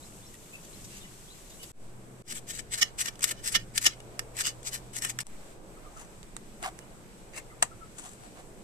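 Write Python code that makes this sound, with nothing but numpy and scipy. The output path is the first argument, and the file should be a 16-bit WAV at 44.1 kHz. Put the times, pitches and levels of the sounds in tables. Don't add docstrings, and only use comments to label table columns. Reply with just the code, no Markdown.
import sys
import numpy as np
from scipy import signal
from scipy.fft import rfft, irfft, next_fast_len
from scipy.io import wavfile
from scipy.ndimage import uniform_filter1d

SR = 44100
rng = np.random.default_rng(int(sys.argv[2]) if len(sys.argv) > 2 else 0)


def voltage_ratio(decibels):
    exponent = np.asarray(decibels, float) / 20
    return 10 ** exponent


def generate_wav(signal):
    frames = np.transpose(np.atleast_2d(signal))
    scaled = np.clip(frames, -1, 1) * 32767
    pcm = np.round(scaled).astype(np.int16)
    wavfile.write(sys.argv[1], SR, pcm)


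N = 380583
TIME = np.arange(N) / SR

# (time [s], fade-in [ms], depth of the baseline sag [full scale], time to its deepest [ms])
CUTS = [(1.718, 114, 0.0083, 114), (2.223, 109, 0.0045, 120), (5.234, 67, 0.0092, 91)]
SHOT = np.searchsorted(np.transpose(CUTS)[0], TIME)
# (frequency [Hz], left minus right [dB])
PORT_BALANCE = [(60, -2), (110, 2.5), (200, -0.5), (380, -0.5), (690, 0), (1280, -3), (2350, -2),
                (4330, 0.5), (7980, 5), (14700, -2)]
# (frequency [Hz], width [Hz], level [dB])
PAN_MODES = [(730, 84, 6.5), (960, 120, -4.5), (1140, 200, -7.5), (1430, 46, -16), (1700, 80, -5),
             (1875, 63, -4), (2070, 75, -6), (2750, 110, -7.5), (3720, 250, -22), (4800, 76, -9.5),
             (6320, 620, -18)]
# (frequency [Hz], relative level per Hz [dB])
SIMMER_COLOUR = [(590, -43), (1000, -4.5), (1370, -8.5), (2330, -6), (2720, -5), (3180, -5.5), (4860, -7.5),
                 (7840, -1), (10100, -7.5), (11700, -7.5), (14300, -15.5)]
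# (time of the peak [s], level [dB], length [ms], ring of the steel [dB], modes that ring most [Hz])
PLATE_TOUCHES = [(2.593, -38, 22, -5, 1780), (2.824, -15.5, 18.6, 18, 5400), (3.084, -29.5, 15, 7.5, 1700),
                 (3.315, -26.5, 13, -5, 1700), (3.39, -52, 54, 13, 2730), (3.557, -16, 18.6, 15, 3100),
                 (3.867, -12.5, 19, 13, 5010), (4.469, -27.5, 51, 2, 4800), (5.05, -30.5, 40, -2, 1900)]


def colour(points, hz):
    at, db = np.transpose(points)
    return voltage_ratio(np.interp(np.log(hz + 1), np.log(at + 1), db))


def unit(x):
    return x / np.sqrt(np.mean(np.abs(x) ** 2))


def walk(rate):
    hold = int(SR / rate)
    steps = np.repeat(rng.standard_normal(N // hold + 1), hold)
    return 1.3 * uniform_filter1d(uniform_filter1d(steps, hold), hold)[:N]


def air(points, flicker_db, rate):
    # (frequency [Hz], correlation [-1 to 1])
    likeness = [(60, 0.4), (130, 0.9), (290, 0.87), (630, 0.5), (1390, -0.19), (3050, 0.03), (6700, 0),
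                (14700, 0.15)]
    size = next_fast_len(N)
    hz = np.arange(size // 2 + 1) * SR / size
    at, share = np.transpose(likeness)
    alike = np.clip(np.interp(np.log(hz + 1), np.log(at), share), -.9, .99)
    mid, side = rfft(rng.standard_normal((2, size))) * np.sqrt([1 + alike, 1 - alike])
    lean = np.sqrt(colour(PORT_BALANCE, hz))
    both = np.array([(mid + side) * lean, (mid - side) / lean]) * colour(points, hz)
    octave = np.log2(hz + 1)
    out = np.zeros((2, N))
    for k in range(2, 16):
        band = irfft(both * np.clip(1 - abs(octave - k), 0, 1), size)[:, :N]
        out += band * voltage_ratio(flicker_db * walk(rate))
    return unit(out)


def contacts(table, modes, broad, focus, rough, shape, lag_ms, apart):
    apart_hz = 1300
    detune = 0.018
    spot_db, port_spot_db = 2, 2.1
    size = 16384
    out = np.zeros((2, N + size))
    hz = np.arange(size // 2 + 1) * SR / size
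    octave = np.log2(hz + 1)
    ms = (np.arange(size) - size // 2) / SR * 1000
    rest_hz, width, mode_db = np.transpose(modes)[:, :, None]
    lean = np.sqrt(colour(PORT_BALANCE, hz))
    ports = np.array([lean * np.exp(-2j * np.pi * hz * lag_ms / 1000), 1 / lean])
    for s, peak_db, rise, fall, ring_db, ring_hz, pan_db in table:
        reach = np.where(ms < 0, max(rise, .05), max(fall, .05))
        swell = voltage_ratio(-8 * np.abs(ms / reach) ** shape)
        slips = rng.standard_normal((3, size)) * voltage_ratio(rough * rng.exponential(size=size))
        own_path = irfft(rfft(slips[1:]) / (1 + (apart_hz / (hz + 1)) ** 2), size)
        slips = slips[0] + apart * own_path
        lumps = np.interp(ms, np.arange(-190, 190, 4.), rng.standard_normal(95))
        slips = unit(slips * voltage_ratio(2.5 * lumps))
        patches = voltage_ratio(2.5 * np.interp(octave, np.arange(8, 15, 1 / 3), rng.standard_normal(21)))
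        luck = rng.uniform(-1, 1, (3, len(modes), 1))
        at = rest_hz * (1 + detune * rng.standard_normal(rest_hz.shape))
        favour_db = spot_db * luck[0] + port_spot_db * luck[1:] - focus * np.abs(np.log2(at / ring_hz))
        gain = voltage_ratio(mode_db + favour_db) * np.sign(luck[1:] + .5)
        ring = np.sum(gain * 1j * hz * width / (at ** 2 - hz ** 2 + 1j * hz * width), axis=1)
        ring = ring / (1 + (.8 * rest_hz[0] / (hz + 1)) ** 4)
        body = unit(unit(colour(broad, hz) * patches) + voltage_ratio(ring_db) * unit(ring)) * ports
        swarm = unit(slips * swell) * np.sqrt(np.mean(swell ** 2))
        port_db = peak_db + np.array([[pan_db], [-pan_db]]) / 2
        start = int(s * SR)
        out[:, start:start + size] += irfft(rfft(swarm) * body, size) * voltage_ratio(port_db)
    return np.pad(out, ((0, 0), (0, size)))[:, size // 2:size // 2 + N]


def swells(table, share):
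    return [(s, db, share * ms, (1 - share) * ms, *ring) for s, db, ms, *ring in table]


def placed(table, pan_db, per_ring):
    return [(*row, pan_db - per_ring * row[4]) for row in table]


def sudden(table, rise, fall, rattle_db, rattle_ms):
    rows = []
    for s, db, *rest in table:
        rows.append((s, db, rise, fall, *rest))
        rows.append((s + 0.00092, db + rattle_db, 1.2, rattle_ms, *rest))
    return rows


def rumble():
    # (frequency [Hz], relative level per Hz [dB])
    rumble_colour = [(7.1, -38), (12, 1.5), (36, -3), (52, -8), (76, -16), (112, -7.5), (146, -11),
                     (198, -8.5), (264, -15.5), (324, -11.5), (575, -16), (650, -17), (798, -19.5),
                     (1600, -27), (2080, -54), (3520, -120)]
    shot_db = [-50, -49.5, -49, -49]
    return voltage_ratio(np.array(shot_db))[SHOT] * air(rumble_colour, flicker_db=-2.17, rate=4)


def bubbles(rate, db, spread_db):
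    out, age = np.zeros((2, N)), np.arange(300) / SR
    first_cut = CUTS[0][0]
    for when, pitch, size, side in rng.uniform(size=(int(rate * first_cut), 4)):
        hz = 1500 * 5 ** pitch
        pop = np.sin(2 * np.pi * hz * age * (1 + 0.029 * hz * age)) * np.exp(-hz * age / 3.2)
        start = int(when * first_cut * SR)
        pop = voltage_ratio(db - spread_db * np.log(size)) * pop
        out[:, start:start + len(age)] += pop * np.sqrt([[side], [1 - side]])
    return out


def simmer():
    # (time [s], hiss level before its flutter [dB])
    boil_level = [(0.0, -54), (0.5, -54), (0.9, -51), (1.14, -53), (1.71, -53)]
    hiss = air(SIMMER_COLOUR, flicker_db=1.0, rate=20) * voltage_ratio(.8 * walk(25))
    hiss = voltage_ratio(np.interp(TIME, *np.transpose(boil_level))) * hiss
    return (hiss + bubbles(rate=500, db=-58, spread_db=2.2)) * (SHOT == 0)


def birds():
    # (time [s], start frequency before the warble [Hz], length [ms], level before the flutter [dB])
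    notes = [(0.021, 3830, 22, -56), (.05, 4800, 20, -61), (.22, 3450, 21, -57.5), (.24, 3880, 24, -60),
             (.265, 5180, 16, -56), (0.53, 2580, 33, -49), (0.729, 3880, 21, -54.5), (.758, 5400, 12, -60),
             (1.005, 3520, 30, -58), (1.03, 2890, 21, -53), (1.045, 2010, 16, -55), (1.274, 3330, 27, -57),
             (1.3, 3860, 30, -56), (1.511, 3520, 20, -59), (1.529, 3830, 26, -62), (1.59, 2940, 54, -52.5),
             (5.77, 1300, 13, -52.5), (5.847, 1300, 33, -53), (5.96, 1350, 19, -50.5),
             (6.81, 2860, 11, -55), (7.5, 2090, 12, -52), (7.515, 1270, 20, -54.5), (7.71, 1337, 20, -50.5),
             (7.808, 1355, 36, -51)]
    level_note_hz, slide_per_octave = 2160, 0.095
    out, waver = np.zeros(N), 1 + .015 * walk(200)
    for s, from_hz, ms, db in notes:
        to_hz = from_hz * (1 + slide_per_octave * np.log2(from_hz / level_note_hz))
        along = np.linspace(0, 1, int(ms * SR / 1000))
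        start, stop = int(s * SR), int(s * SR) + len(along)
        hz = (from_hz + (to_hz - from_hz) * along) * waver[start:stop]
        tone = np.sin(2 * np.pi * np.cumsum(hz) / SR)
        out[start:stop] += np.sqrt(2) * voltage_ratio(db) * tone * np.sin(np.pi * along) ** .5
    out = out * voltage_ratio(3 * walk(300))
    return np.array([out, np.roll(out, 9)])


def spits():
    # (time of the peak [s], level [dB], length [ms], modes that ring most [Hz])
    bursts = [(0.342, -46.5, 6, 1950), (0.352, -49, 6, 1740), (0.542, -55, 40, 3000),
              (0.648, -51, 35, 6500), (0.849, -45, 16, 6260), (0.93, -52, 54, 2740),
              (0.969, -47.5, 41, 6260), (1.505, -49.5, 14, 6500), (1.636, -41, 18, 5000)]
    ring_db = -4
    rows = [(s, db, ms, ring_db, hz) for s, db, ms, hz in bursts]
    return contacts(placed(swells(rows, share=.45), pan_db=-2.0, per_ring=0.34), PAN_MODES, SIMMER_COLOUR,
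                    focus=15.0, rough=1.8, shape=1.4, lag_ms=0.255, apart=1.0)


def hum():
    # (time [s], level before the waver [dB])
    hum_level = [(1.75, -67), (1.87, -55.5), (2.2, -56), (2.3, -59.5), (2.9, -60.5), (3.4, -56), (5.2, -52)]
    s, db = np.transpose(hum_level)
    hz = 122 + 3.35 * walk(25) + 1.5 * walk(8)
    level = voltage_ratio(np.interp(TIME, s, db) + 0.73 * walk(16))
    tone = np.sqrt(2) * level * np.sin(2 * np.pi * np.cumsum(hz) / SR)
    return np.array([tone, np.roll(tone, 14)]) * (TIME > CUTS[0][0]) * (TIME < CUTS[2][0])


def burner():
    # (frequency [Hz], relative level per Hz [dB])
    burner_colour = [(590, -32), (1000, -13.5), (1780, -8), (2300, -7.5), (3010, -11), (4750, -14),
                     (6860, -12), (8020, -7), (9370, -14), (13700, -21.5), (14300, -22.5)]
    # (time [s], level [dB])
    burner_level = [(1.8, -60.5), (2.22, -59.5), (2.4, -59), (3.4, -58.5), (4.5, -58), (5.3, -56.5),
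                    (5.52, -55.5), (5.6, -62.5), (5.7, -58.5), (5.9, -58), (7.7, -58.5), (8.1, -57),
                    (8.63, -58.5)]
    hiss = air(burner_colour, flicker_db=.8, rate=14)
    return voltage_ratio(np.interp(TIME, *np.transpose(burner_level))) * hiss * (SHOT > 0)


def knife():
    # (frequency [Hz], width [Hz], level [dB])
    plate_modes = [(760, 66, -21), (1327, 190, -7.5), (1790, 52, 3.5), (2150, 140, -5.5), (2400, 64, -9),
                   (2927, 74, 2.5), (3413, 220, -6.5), (4000, 240, -7.5), (4880, 590, -7.5),
                   (5350, 130, -3.5), (5850, 56, -5), (6200, 110, -1), (6900, 120, -9.5)]
    # (frequency [Hz], relative level per Hz [dB])
    crunch_colour = [(500, -32), (800, -13), (1400, -6), (1900, -3), (3000, -11), (5300, -12), (8000, -0.5),
                     (9700, -8), (13600, -16), (14300, -16)]
    # (time of the peak [s], level [dB], rise [ms], fall [ms])
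    saw_strokes = [(2.31, -36.5, 30, 7), (2.325, -37, 31, 4), (2.377, -38.5, 38, 12.7),
                   (2.506, -34.5, 20, 12.5), (2.55, -39.5, 19, 38), (2.741, -29, 18.6, 16),
                   (2.789, -32.5, 17, 12), (2.995, -31, 9.5, 25), (3.015, -28, 18, 11.4),
                   (3.062, -34, 17, 19.4), (3.208, -39, 1.2, 4.6), (3.228, -28.5, 7.3, 24),
                   (3.242, -21, 3, 6.5), (3.29, -33, 28, 17), (3.441, -39, 2.7, 22),
                   (3.482, -29.5, 28.6, 16.6), (3.525, -33, 10, 18), (3.761, -33.5, 11.6, 17),
                   (3.779, -21.5, 3.6, 5.3), (3.82, -35.5, 8.7, 13), (3.847, -28.5, 17, 7.5),
                   (4.397, -34, 27, 6.6), (4.411, -27, 17, 8.2), (4.63, -43, 0.8, 2.8),
                   (4.678, -32.5, 21.4, 12), (4.746, -33, 22.5, 22.5), (4.934, -46, 3.4, 30),
                   (4.967, -35.5, 16, 6), (4.975, -33, 2.1, 14.5), (5.025, -33, 7.7, 11),
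                   (5.1, -33, 15, 11.6), (5.207, -33, 6.9, 9.6)]
    # (time [s], peak [dB], ring of the steel [dB], modes that ring most [Hz], left minus right [dB])
    blade_cracks = [(2.3233, -25, -18, 6160, 5), (2.593, -29.5, 5, 1800, 16), (3.014, -22, -2, 1750, 4),
                    (3.0591, -26, -2, 1790, 8), (3.082, -30, -3, 1800, -6), (3.156, -40.5, 5, 4210, -8),
                    (3.193, -32.5, -6, 5790, -1), (3.2415, -7.5, -16, 5950, 4.5),
                    (3.7785, -11, -1, 2150, 5), (4.003, -36.5, 1, 2000, 1),
                    (4.193, -16.5, -5.5, 1770, -7.5), (4.3682, -30.5, -4, 6000, 8),
                    (4.3767, -32, -6, 5240, -2), (4.4086, -21, -4, 1790, -8),
                    (4.4702, -22.5, -13, 4940, -14), (4.966, -31, -14, 6500, 21),
                    (5.049, -18.5, -14, 1820, 6), (5.0973, -30, -12, 2940, -11),
                    (5.1885, -18, 3, 1790, -1.5)]
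    stroke_ring_db, stroke_ring_hz = -6, 6400
    strokes = [(*row, stroke_ring_db, stroke_ring_hz) for row in saw_strokes]
    delay_s, shiver_db, rise_ms, fall_ms, shiver_ring_db, shiver_hz = .05, -32.5, 30, 22, 12, 2700
    shivers = [(s + delay_s, db + shiver_db, rise_ms, fall_ms, shiver_ring_db, shiver_hz)
               for s, db, *_ in PLATE_TOUCHES]
    cracks = sudden(blade_cracks, rise=0.18, fall=0.46, rattle_db=-12.5, rattle_ms=3.5)
    long = placed(strokes + swells(PLATE_TOUCHES, share=0.52) + shivers, pan_db=0.9, per_ring=0.17)
    return contacts(long + cracks, plate_modes, crunch_colour,
                    focus=3.4, rough=2.74, shape=1.65, lag_ms=0.3723, apart=1.0)


def thuds():
    thud_hz, thud_ms = 334, 9.8
    thud_db, follow = -31.5, .55
    push, age = np.zeros(N), np.arange(int(.08 * SR)) / SR
    for s, db, *_ in PLATE_TOUCHES:
        burst = rng.standard_normal(len(age)) * np.exp(-1000 * age / thud_ms)
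        push[int(s * SR):int(s * SR) + len(age)] += voltage_ratio(thud_db + follow * db) * burst
    knock = signal.lfilter(*signal.butter(2, [thud_hz / 1.66, thud_hz * 1.71], "bandpass", fs=SR), push)
    return knock * np.sqrt(SR / thud_hz / 2)


def ladle():
    # (frequency [Hz], relative level per Hz [dB])
    contact_colour = [(530, -13.5), (900, -1.5), (2350, -11.5), (2700, -6.5), (3250, -9.5), (4710, -11.5),
                      (5110, -13), (7930, 0), (14300, -25.5)]
    # (time of the peak [s], level [dB], length [ms], ring of the steel [dB], modes that ring most [Hz])
    pan_scrapes = [(6.009, -46.5, 70, -3, 1240), (6.63, -35, 17, 5, 730), (6.657, -30.5, 38, 13.5, 1100),
                   (6.682, -35.5, 26, 11, 730), (7.35, -45.5, 21, 8, 2750), (7.382, -37, 37, -3, 2750),
                   (7.6272, -10.5, 3.2, -1, 980), (7.6325, -19, 4, 1, 1150), (7.66, -61, 27, 0, 820),
                   (7.993, -41.5, 26, -22, 6500), (8.055, -44, 68, -7, 690), (8.118, -53, 91, -31, 870),
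                   (8.251, -49, 76, 6, 730), (8.392, -46, 50, 11, 650)]
    # (time [s], peak [dB], ring of the steel [dB], modes that ring most [Hz], left minus right [dB])
    ladle_taps = [(5.268, -29, -20, 6330, 8), (6.23, -36.5, -12, 5800, -8),
                  (6.3662, -26.5, -11, 3700, -12.5), (6.638, -22, 15, 1960, -4),
                  (6.79, -33.5, -10, 2760, -12), (7.6258, -5, -2.5, 1400, 2)]
    long = placed(swells(pan_scrapes, share=0.6), pan_db=1.0, per_ring=0.12)
    taps = sudden(ladle_taps, rise=.11, fall=0.48, rattle_db=-18.5, rattle_ms=3.5)
    return contacts(long + taps, PAN_MODES, contact_colour,
                    focus=13.0, rough=3.23, shape=1.45, lag_ms=.2, apart=1.0)


def kitchen(near, t60, db):
    age = np.arange(int(.3 * SR)) / SR
    tail = rng.standard_normal((2, len(age))) * voltage_ratio(-60 * age / t60) * (age > .003)
    tail = signal.lfilter([1], [1, -.3], tail)
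    tail = tail / np.sqrt(np.sum(tail[0] ** 2))
    return near + voltage_ratio(db) * signal.fftconvolve(near, tail, axes=1)[:, :N]


def scene():
    background = rumble() + simmer() + hum() + burner()
    near = spits() + knife() + thuds() + ladle()
    return background + kitchen(birds(), t60=0.1, db=-6) + kitchen(near, t60=0.12, db=-18)


def top_cut(x):
    return signal.sosfilt(signal.butter(12, 15310, fs=SR, output="sos"), x)


def record(dry):
    # (frequency [Hz], width [Hz], boost [dB])
    port_modes = [(7930, 323, 2.5), (12530, 320, 2.5)]
    top_hz, ceiling = 14330, .95
    for hz, width, db in port_modes:
        dry = dry + (voltage_ratio(db) - 1) * signal.lfilter(*signal.iirpeak(hz, hz / width, fs=SR), dry)
    dry = signal.sosfilt(signal.ellip(8, .3, 38, top_hz, fs=SR, output="sos"), dry)
    fade, sag = np.ones(N), np.zeros(N)
    for s, fade_ms, depth, sag_ms in CUTS:
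        since = np.clip(TIME - s, 0, None) * 1000
        fade *= np.where(TIME < s, 1, np.clip(since / fade_ms, .03, 1))
        sag -= depth * (since / sag_ms) ** 2 * np.exp(2 - 2 * since / sag_ms)
    rounded = ceiling * np.tanh(dry * fade / ceiling)
    return top_cut(rounded + sag)


dry = scene()
out = record(dry)
generate_wav(out)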